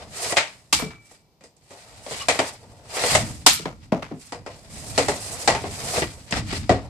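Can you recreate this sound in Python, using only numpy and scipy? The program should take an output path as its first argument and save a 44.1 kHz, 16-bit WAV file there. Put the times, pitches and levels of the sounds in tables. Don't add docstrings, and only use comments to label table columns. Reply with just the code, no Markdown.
import sys
import numpy as np
from scipy import signal
from scipy.fft import rfft, irfft, next_fast_len
from scipy.io import wavfile
from scipy.ndimage import uniform_filter1d, map_coordinates

SR = 44100
rng = np.random.default_rng(int(sys.argv[2]) if len(sys.argv) > 2 else 0)


def file_out(sig):
    cols = np.atleast_2d(sig).T
    lim = np.clip(cols, -1, 1)
    pcm = np.round(lim * 32767).astype(np.int16)
    wavfile.write(sys.argv[1], SR, pcm)


N = 303849

# centre in Hz, width in Hz, peak height in dB.
PAD_MODES = [(98, 19, 6), (274, 21, 4), (403.3, 57, 4), (476, 35, 3), (643.6, 120, 1), (725, 45, 0.5),
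             (906, 45, 3), (1938, 91, 5), (2440, 230, 1.5), (4200, 390, 2.5), (4970, 570, 3.5)]
# frequency in Hz, relative level in dB.
BLADE_SPECTRUM = [(40, -27.5), (70, -6), (220, -6), (340, -8.5), (430, -4.5), (680, -1.5), (1000, -7.5),
                  (1420, -9), (2100, -5), (3100, -10), (6000, -16.5), (8000, -12.5), (12000, -34.5),
                  (14500, -49.5)]
# start in seconds, knock level in dB, thump and clack over knock
# in dB, knock resonance in Hz, frame ring in dB, ring tilt in dB per octave, ring length factor,
# net level in dB.
GOAL_HITS = [(0.726, -27, -9, 8.5, 810, -26.5, 1.5, 1, -34.5),
             (3.463, -15.5, -25.5, 4, 780, -21.5, -20, 0.63, -24)]


def amp(db):
    return 10 ** (np.asarray(db) / 20)


def unit(x):
    return x / np.sqrt(np.mean(x ** 2) + 1e-20)


def along(points, hz):
    f, v = np.transpose(points)
    return np.interp(np.log(hz + 1), np.log(f + 1), v)


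def wobble(rate, size=N):
    knots = rng.standard_normal(int(size * rate / SR) + 4)
    return map_coordinates(knots, [np.arange(size) * rate / SR])


def filtered(x, response):
    m = next_fast_len(x.shape[-1] + SR // 8)
    return irfft(rfft(x, m) * response(np.fft.rfftfreq(m, 1 / SR)), m)[..., :x.shape[-1]]


def register(hz, index):
    edges = [35, 300, 1200, 5500, 14500]
    return ((1 + (edges[index] / (hz + 1)) ** 10) * (1 + (hz / edges[index + 1]) ** 10)) ** -.5


def peaks_db(resonances, hz):
    return sum(db / (1 + (2 * (hz - centre) / width) ** 2) for centre, width, db in resonances)


def minimum_phase(gain, size=4096):
    cepstrum = irfft(np.log(gain(np.fft.rfftfreq(size, 1 / SR)) + 1e-6))
    cepstrum[1:size // 2] *= 2
    cepstrum[size // 2 + 1:] = 0
    return irfft(np.exp(rfft(cepstrum)))


def pair_noise(size=N):
    # frequency in Hz, correlation between left and right.
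    coherence = [(60, .62), (130, .8), (280, .975), (650, .96), (1050, .62), (1550, -.35), (2200, .35),
                 (3100, 0), (14000, .03)]

    def mid_side_gains(hz):
        angle = np.arccos(np.clip(along(coherence, hz), -1, 1)) / 2
        return np.array([np.cos(angle), np.sin(angle)])
    mid, side = filtered(rng.standard_normal((2, size)), mid_side_gains)
    return np.array([mid + side, mid - side])


def coloured_noise(spectrum, size=N):
    return unit(filtered(pair_noise(size), lambda hz: amp(along(spectrum, hz))))


def add(track, start, sound):
    part = track[:, round(start * SR):][:, :sound.shape[-1]]
    part += sound[..., :part.shape[-1]]


def air():
    # frequency in Hz, relative level in dB.
    hush_spectrum = [(15, -38.5), (25, -11.5), (141, 4), (260, -3), (297, -2), (885, -7), (1470, -20),
                     (2930, -19), (4860, -14.5), (8960, -30.5), (14500, -23)]
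    return amp(-63) * coloured_noise(hush_spectrum)


def deck():
    # frequency in Hz, relative level in dB.
    deck_spectrum = [(15, -34.5), (25, -14), (48, 0), (107, 4), (195, -5), (230, -4), (260, -9), (307, -7),
                     (350, -18.5), (460, -35), (770, -120)]
    # time in seconds, level in dB.
    rumble_levels = [(0.0, -47.5), (0.19, -52), (1.48, -71), (2.32, -44.5), (2.63, -54), (2.99, -51),
                     (3.22, -38.5), (4.34, -55.5), (5.1, -36.5), (5.28, -45.5), (5.74, -38), (6.39, -50),
                     (6.52, -34.5), (6.89, -40)]
    # start in seconds, strength in dB.
    booms = [(0, -54), (0.25, -44), (0.725, -37.5), (2.27, -53), (3.0, -38), (3.11, -27), (3.63, -39),
             (3.92, -41), (4.33, -45), (4.8, -45), (4.98, -32), (5.17, -49), (5.48, -32.5), (5.7, -39),
             (5.94, -34), (6.32, -23.5), (6.6, -39), (6.7, -39)]
    rise_s, t60_s = .015, 0.87
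    t = np.arange(SR) / SR
    envelope = (1 - np.exp(-t / rise_s)) * amp(-60 * t / t60_s)
    rumble_db = np.interp(np.arange(N) / SR, *np.transpose(rumble_levels))
    power = amp(rumble_db)[None] ** 2
    for start, db in booms:
        add(power, start, (amp(db) * envelope)[None] ** 2)
    return coloured_noise(deck_spectrum) * np.sqrt(power) * amp(2.4 * wobble(14))


def stroke_gains():
    # start and end in seconds, final rasp level in dB,
    # swell over the stroke in dB, pad over rasp in dB, hiss over rasp in dB.
    strokes = [(-0.05, 0.031, -50.5, -4, 6, -9), (0.164, 0.305, -34, 7, -1.5, 1),
               (1.06, 1.156, -62.5, 0, -13, -1), (1.618, 1.671, -65.5, 5, -3.5, -2.5),
               (1.731, 2.06, -57, -2, 1.5, -2.5), (2.117, 2.225, -41, -2.5, -6.5, -3.5),
               (2.323, 2.487, -41.5, 1.5, 1.5, -2), (2.62, 2.908, -64, 1.5, 10, -2),
               (2.937, 3.002, -35, 7, -1.5, -1), (3.012, 3.143, -27, 5, -2, -0.5),
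               (3.24, 3.31, -52.5, 0, 1, 5.5), (3.84, 3.853, -58, -1, -8, -11),
               (4.224, 4.296, -57.5, -2.5, -13, 3.5), (4.51, 4.694, -61, -6, 1.5, -1.5),
               (4.739, 5.449, -43.5, 6.5, 1, 4.5), (5.55, 5.908, -36.5, 16, -1.5, 0.5),
               (5.946, 5.969, -31.5, 3.5, 4.5, 2.5), (6.11, 6.21, -70.5, -14, -4.5, 5.5),
               (6.356, 6.362, -30.5, 5.5, -3.5, -12), (6.518, 6.568, -34, 2, -10, -9.5),
               (6.864, 6.88, -64.5, -8, 16.5, -5)]
    rise_db_per_s, fall_db_per_s = 266, 196
    echo_db, echo_fall_db_per_s = -15, 52.5
    t = np.arange(0, N, 64) / SR
    power = np.zeros((3, len(t)))
    for start, end, rasp_db, swell_db, pad_db, hiss_db in strokes:
        before, after = np.maximum(start - t, 0), np.maximum(t - end, 0)
        lean_db = rasp_db + np.interp(t, [start, end], [-swell_db, 0]) - rise_db_per_s * before
        release_db = np.maximum(-fall_db_per_s * after, echo_db - echo_fall_db_per_s * after)
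        power += amp(lean_db + release_db + np.array([[pad_db], [0], [hiss_db]])) ** 2
    return [np.interp(np.arange(N) / SR, t, np.sqrt(p)) for p in power]


def patchy(x, depth_db):
    spectrogram = signal.stft(x, nperseg=1024)[2]
    field = uniform_filter1d(rng.standard_normal(spectrogram.shape[1:]), size=4, axis=0)
    field = uniform_filter1d(field, size=6, axis=1)
    return signal.istft(spectrogram * amp(depth_db * unit(field)), nperseg=1024)[1][:, :N]


def slide():
    # frequency in Hz, relative level in dB.
    tile_spectrum = [(150, -26), (330, -11.5), (480, -5.5), (700, -2.5), (1000, -12.5), (1450, -13.5),
                     (2100, -12.5), (3200, -14), (5000, -15.5), (6400, -16), (8100, -10.5), (12000, -23.5),
                     (14500, -33)]
    out = np.zeros((2, N))
    chatter_db = 0.88 * wobble(160)
    noise = pair_noise() * amp(1.2 * wobble(1500) + chatter_db)
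    tile_gain = lambda hz: amp(along(tile_spectrum, hz) + peaks_db(PAD_MODES, hz))
    for index, gain in enumerate(stroke_gains(), 1):
        slips = noise * amp(1.93 * wobble(45))
        rub = filtered(slips, lambda hz: tile_gain(hz) * register(hz, index))
        out += rub / rub.mean(axis=0).std() * gain
    return patchy(out, depth_db=1.0)


def blows(rows, spectrum, resonances, t60s, contact_t60, rise_s, spiky_db, direct_db):
    out, t = np.zeros((2, N)), np.arange(SR // 3) / SR
    level_window = SR // 40
    onset = 1 - np.exp(-t / rise_s)
    for start, knock_db, thump_db, clack_db, knock_hz, contact_db, crack_db in rows:
        levels_db = knock_db + np.array([thump_db, 0, clack_db, clack_db + crack_db])
        modes = [(centre, width, db + 3.0 * rng.standard_normal()) for centre, width, db in resonances]
        modes.append((knock_hz, knock_hz / 3, 6))
        body_gain = lambda hz: amp(along(spectrum, hz) + peaks_db(modes, hz))
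        cloud = pair_noise(len(t)) * amp(spiky_db * wobble(697.3, len(t)))
        contact = amp(contact_db - 60 * t / contact_t60)
        for index, t60 in enumerate(t60s):
            body = minimum_phase(lambda hz: body_gain(hz) * register(hz, index))
            force = cloud * (amp(-60 * t / t60) + contact) * onset
            force[:, 0] += amp(direct_db)
            sound = signal.fftconvolve(force, body[None], axes=1)[:, :len(t)]
            rms = np.linalg.norm(sound.mean(axis=0)) / np.sqrt(level_window)
            add(out, start, sound * amp(levels_db[index]) / rms)
    return out


def stick():
    # start in seconds, knock level in dB, thump and clack over knock in dB,
    # knock resonance in Hz, contact over reflections in dB, crack over clack in dB.
    slaps = [(0.322, -27, -12, -6, 540, 35, -4), (0.363, -34, -16, 0, 597, 2, -9),
             (0.369, -22.5, -17, 6, 604, -7, -11), (1.111, -54, -16, -12.5, 515, 8, 8),
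             (1.409, -56, -2, -2.5, 510, -17, -7), (1.438, -52, -5.5, -6, 493, 0, 4.5),
             (1.565, -70.5, -3, -6.5, 500, 12, 12.5), (1.707, -45.5, -8, -9.5, 550, -12, 0),
             (2.063, -36.5, -20, -11, 565, 4, -5), (2.11, -33.5, -10, -13, 453, -13, 5),
             (2.285, -18.5, -16.5, -2, 615, -4, -4), (2.39, -19.5, -13.5, -4.5, 540, 5, -8.5),
             (2.968, -29.5, -22, -5, 630, -8, -15), (3.037, -23.5, -12, -6.5, 495, -2, -13),
             (3.15, -17, -28, -2.5, 656, -1, -3), (4.322, -32.5, -13, -9, 520, -1, -4),
             (4.463, -34.5, -18, -10, 540, 1, -7.5), (4.978, -16.5, -12.5, -6.5, 500, -4, -1.5),
             (5.084, -20, -12.5, -9, 636, -4, -1), (5.476, -14.5, -24, -5, 850, -12, -5),
             (5.549, -28.5, -8, -2.5, 734, -2, -11), (5.639, -30.5, -4, -11, 670, -15, -17),
             (5.97, -27, -2, -7, 694, 0, -1.5), (6.03, -37.5, -13, -2, 700, 12, -30),
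             (6.309, -49.5, 9, 4.5, 660, 2, 8.5), (6.694, -13, -3, -12.5, 490, -7, -12.5)]
    return blows(slaps, BLADE_SPECTRUM, PAD_MODES, t60s=[0.26, 0.25, 0.29, 0.26],
                 contact_t60=0.09, rise_s=0.00024, spiky_db=1.5, direct_db=19.5)


def shots():
    # frequency in Hz, relative level in dB.
    goal_spectrum = [(30, 2.5), (130, -11), (280, -6.5), (520, -13), (850, -6.5), (1500, -4), (2540, 0),
                     (4640, 2), (6340, 0.5), (7750, 6), (14500, -13)]
    contact_db, crack_db = 8, -3
    rows = [(*row[:5], contact_db, crack_db) for row in GOAL_HITS]
    return blows(rows, goal_spectrum, resonances=[], t60s=[0.38, 0.15, 0.3, 0.28],
                 contact_t60=0.036, rise_s=0.0031, spiky_db=1.5, direct_db=2)


def frame():
    # frequency in Hz, relative level in dB, 60 dB decay time in seconds at length factor 1.
    tube_modes = [(1270, -18.5, 0.44), (1360, -23, 1), (2310, -3.5, 0.67), (2740, -16.5, 0.38),
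                  (4021, -14.5, .33)]
    out, t = np.zeros((2, N)), np.arange(SR) / SR
    beat_hz, rise_s = 25, .04
    onset = 1 - np.exp(-t / rise_s)
    for start, *_, ring_db, tilt_db, length_factor, _net_db in GOAL_HITS:
        for hz, db, t60 in tube_modes:
            phase = 2 * np.pi * hz * t + rng.uniform(0, 3.3, (2, 1))
            beat_phase = 2 * np.pi * beat_hz * t + wobble(15, len(t))
            tone = np.sin(phase) + .45 * np.sin(phase + beat_phase)
            level_db = ring_db + db + tilt_db * np.log2(hz / 2000) + 1.2 * wobble(16, len(t))
            add(out, start, tone * amp(level_db - 60 * t / (t60 * length_factor)) * onset)
    return out


def net():
    # frequency in Hz, relative level in dB.
    mesh_spectrum = [(300, -16.5), (2000, -11), (6000, -9.5), (9000, -3), (12500, -5), (14500, -13.5)]
    delay_s, rise_s, t60_s = .064, 0.011, 0.096
    out, t = np.zeros((2, N)), np.arange(SR // 3) / SR
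    envelope = (1 - np.exp(-t / rise_s)) * amp(-60 * t / t60_s)
    envelope /= envelope.max()
    for start, *_, net_db in GOAL_HITS:
        add(out, start + delay_s, coloured_noise(mesh_spectrum, len(t)) * envelope * amp(net_db))
    return out


def drops():
    # start in seconds, knock level in dB, thump and clack over knock in dB, # knock resonance in Hz.
    bounces = [(0.792, -37, -21.5, 3, 492), (0.82, -33.5, 3.5, -6, 383), (0.86, -44, 9.5, -14, 330),
               (0.906, -55, -6.5, 9, 370), (3.593, -42, 3, -10, 340), (3.655, -30, -3.5, -5.5, 520),
               (3.921, -19.5, -1, -14, 625), (4.024, -40, -5, 3.5, 603), (4.112, -35.5, 2, -16.5, 392)]
    # frequency in Hz, relative level in dB.
    plank_spectrum = [(40, -30), (80, -12), (200, 2.5), (350, -5.5), (700, -4), (1100, -15.5),
                      (1600, -22.5), (2300, -23.5), (3500, -30.5), (7750, -37), (14500, -52)]
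    # centre in Hz, width in Hz, peak height in dB.
    plank_modes = [(157, 25, 12.7), (252.5, 60, 5.7), (435, 29, 5.3)]
    contact_db, crack_db = 3, -17
    rows = [(*row, contact_db, crack_db) for row in bounces]
    return blows(rows, plank_spectrum, plank_modes, t60s=[0.2, 0.22, 0.25, 0.43],
                 contact_t60=0.044, rise_s=0.00058, spiky_db=3.5, direct_db=18)


def squeaks():
    # centre time in seconds, pitch in Hz, strength in dB, half-length in seconds.
    squeals = [(2.195, 2950, -48, 0.032), (2.221, 2900, -38.5, 0.026), (2.228, 1130, -40.5, 0.032)]
    out = np.zeros((2, N))
    for centre, hz, db, half_length in squeals:
        t = np.arange(int(2 * half_length * SR)) / SR
        grip = 2 * wobble(160, len(t))
        add(out, centre - half_length, amp(db) * np.hanning(len(t)) * grip * np.sin(2 * np.pi * hz * t))
    return out


def scuffs():
    # start in seconds, knock level in dB, thump and clack over knock in dB,
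    # knock resonance in Hz.
    landings = [(6.018, -30, 3, 0.5, 335), (6.322, -33, 3, 6.5, 580), (6.524, -35.5, 2, -1, 336)]
    contact_db, crack_db = -2, -23
    rows = [(*row, contact_db, crack_db) for row in landings]
    return blows(rows, BLADE_SPECTRUM, PAD_MODES, t60s=[0.23, 0.13, 0.2, 0.22],
                 contact_t60=0.08, rise_s=0.0015, spiky_db=4.5, direct_db=10)


def scene():
    return (air() + deck() + slide() + stick() + shots() + frame() + net() + drops()
            + squeaks() + scuffs())


def record(dry):
    # frequency in Hz, left minus right level in dB.
    port_balance = [(60, -3), (400, 2), (1300, 1.5), (2200, 1), (3400, 4), (4600, 7.5), (6000, 3),
                    (7000, -9), (8200, -12.5), (9700, -11), (10700, -20.5), (12000, -17), (14000, -13.5)]
    cutoff_hz, slope_width_hz = 14600, 500

    def port_gains(hz):
        ratio = amp(along(port_balance, hz))
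        return np.array([ratio, np.ones_like(ratio)]) * np.sqrt(2 / (1 + ratio ** 2))
    coloured = filtered(dry, port_gains)
    rounded = coloured / (1 + np.abs(coloured) ** 6) ** (1 / 6)
    return filtered(rounded, lambda hz: np.clip((cutoff_hz - hz) / slope_width_hz + .5, 0, 1))


dry = scene()
out = record(dry)
file_out(out)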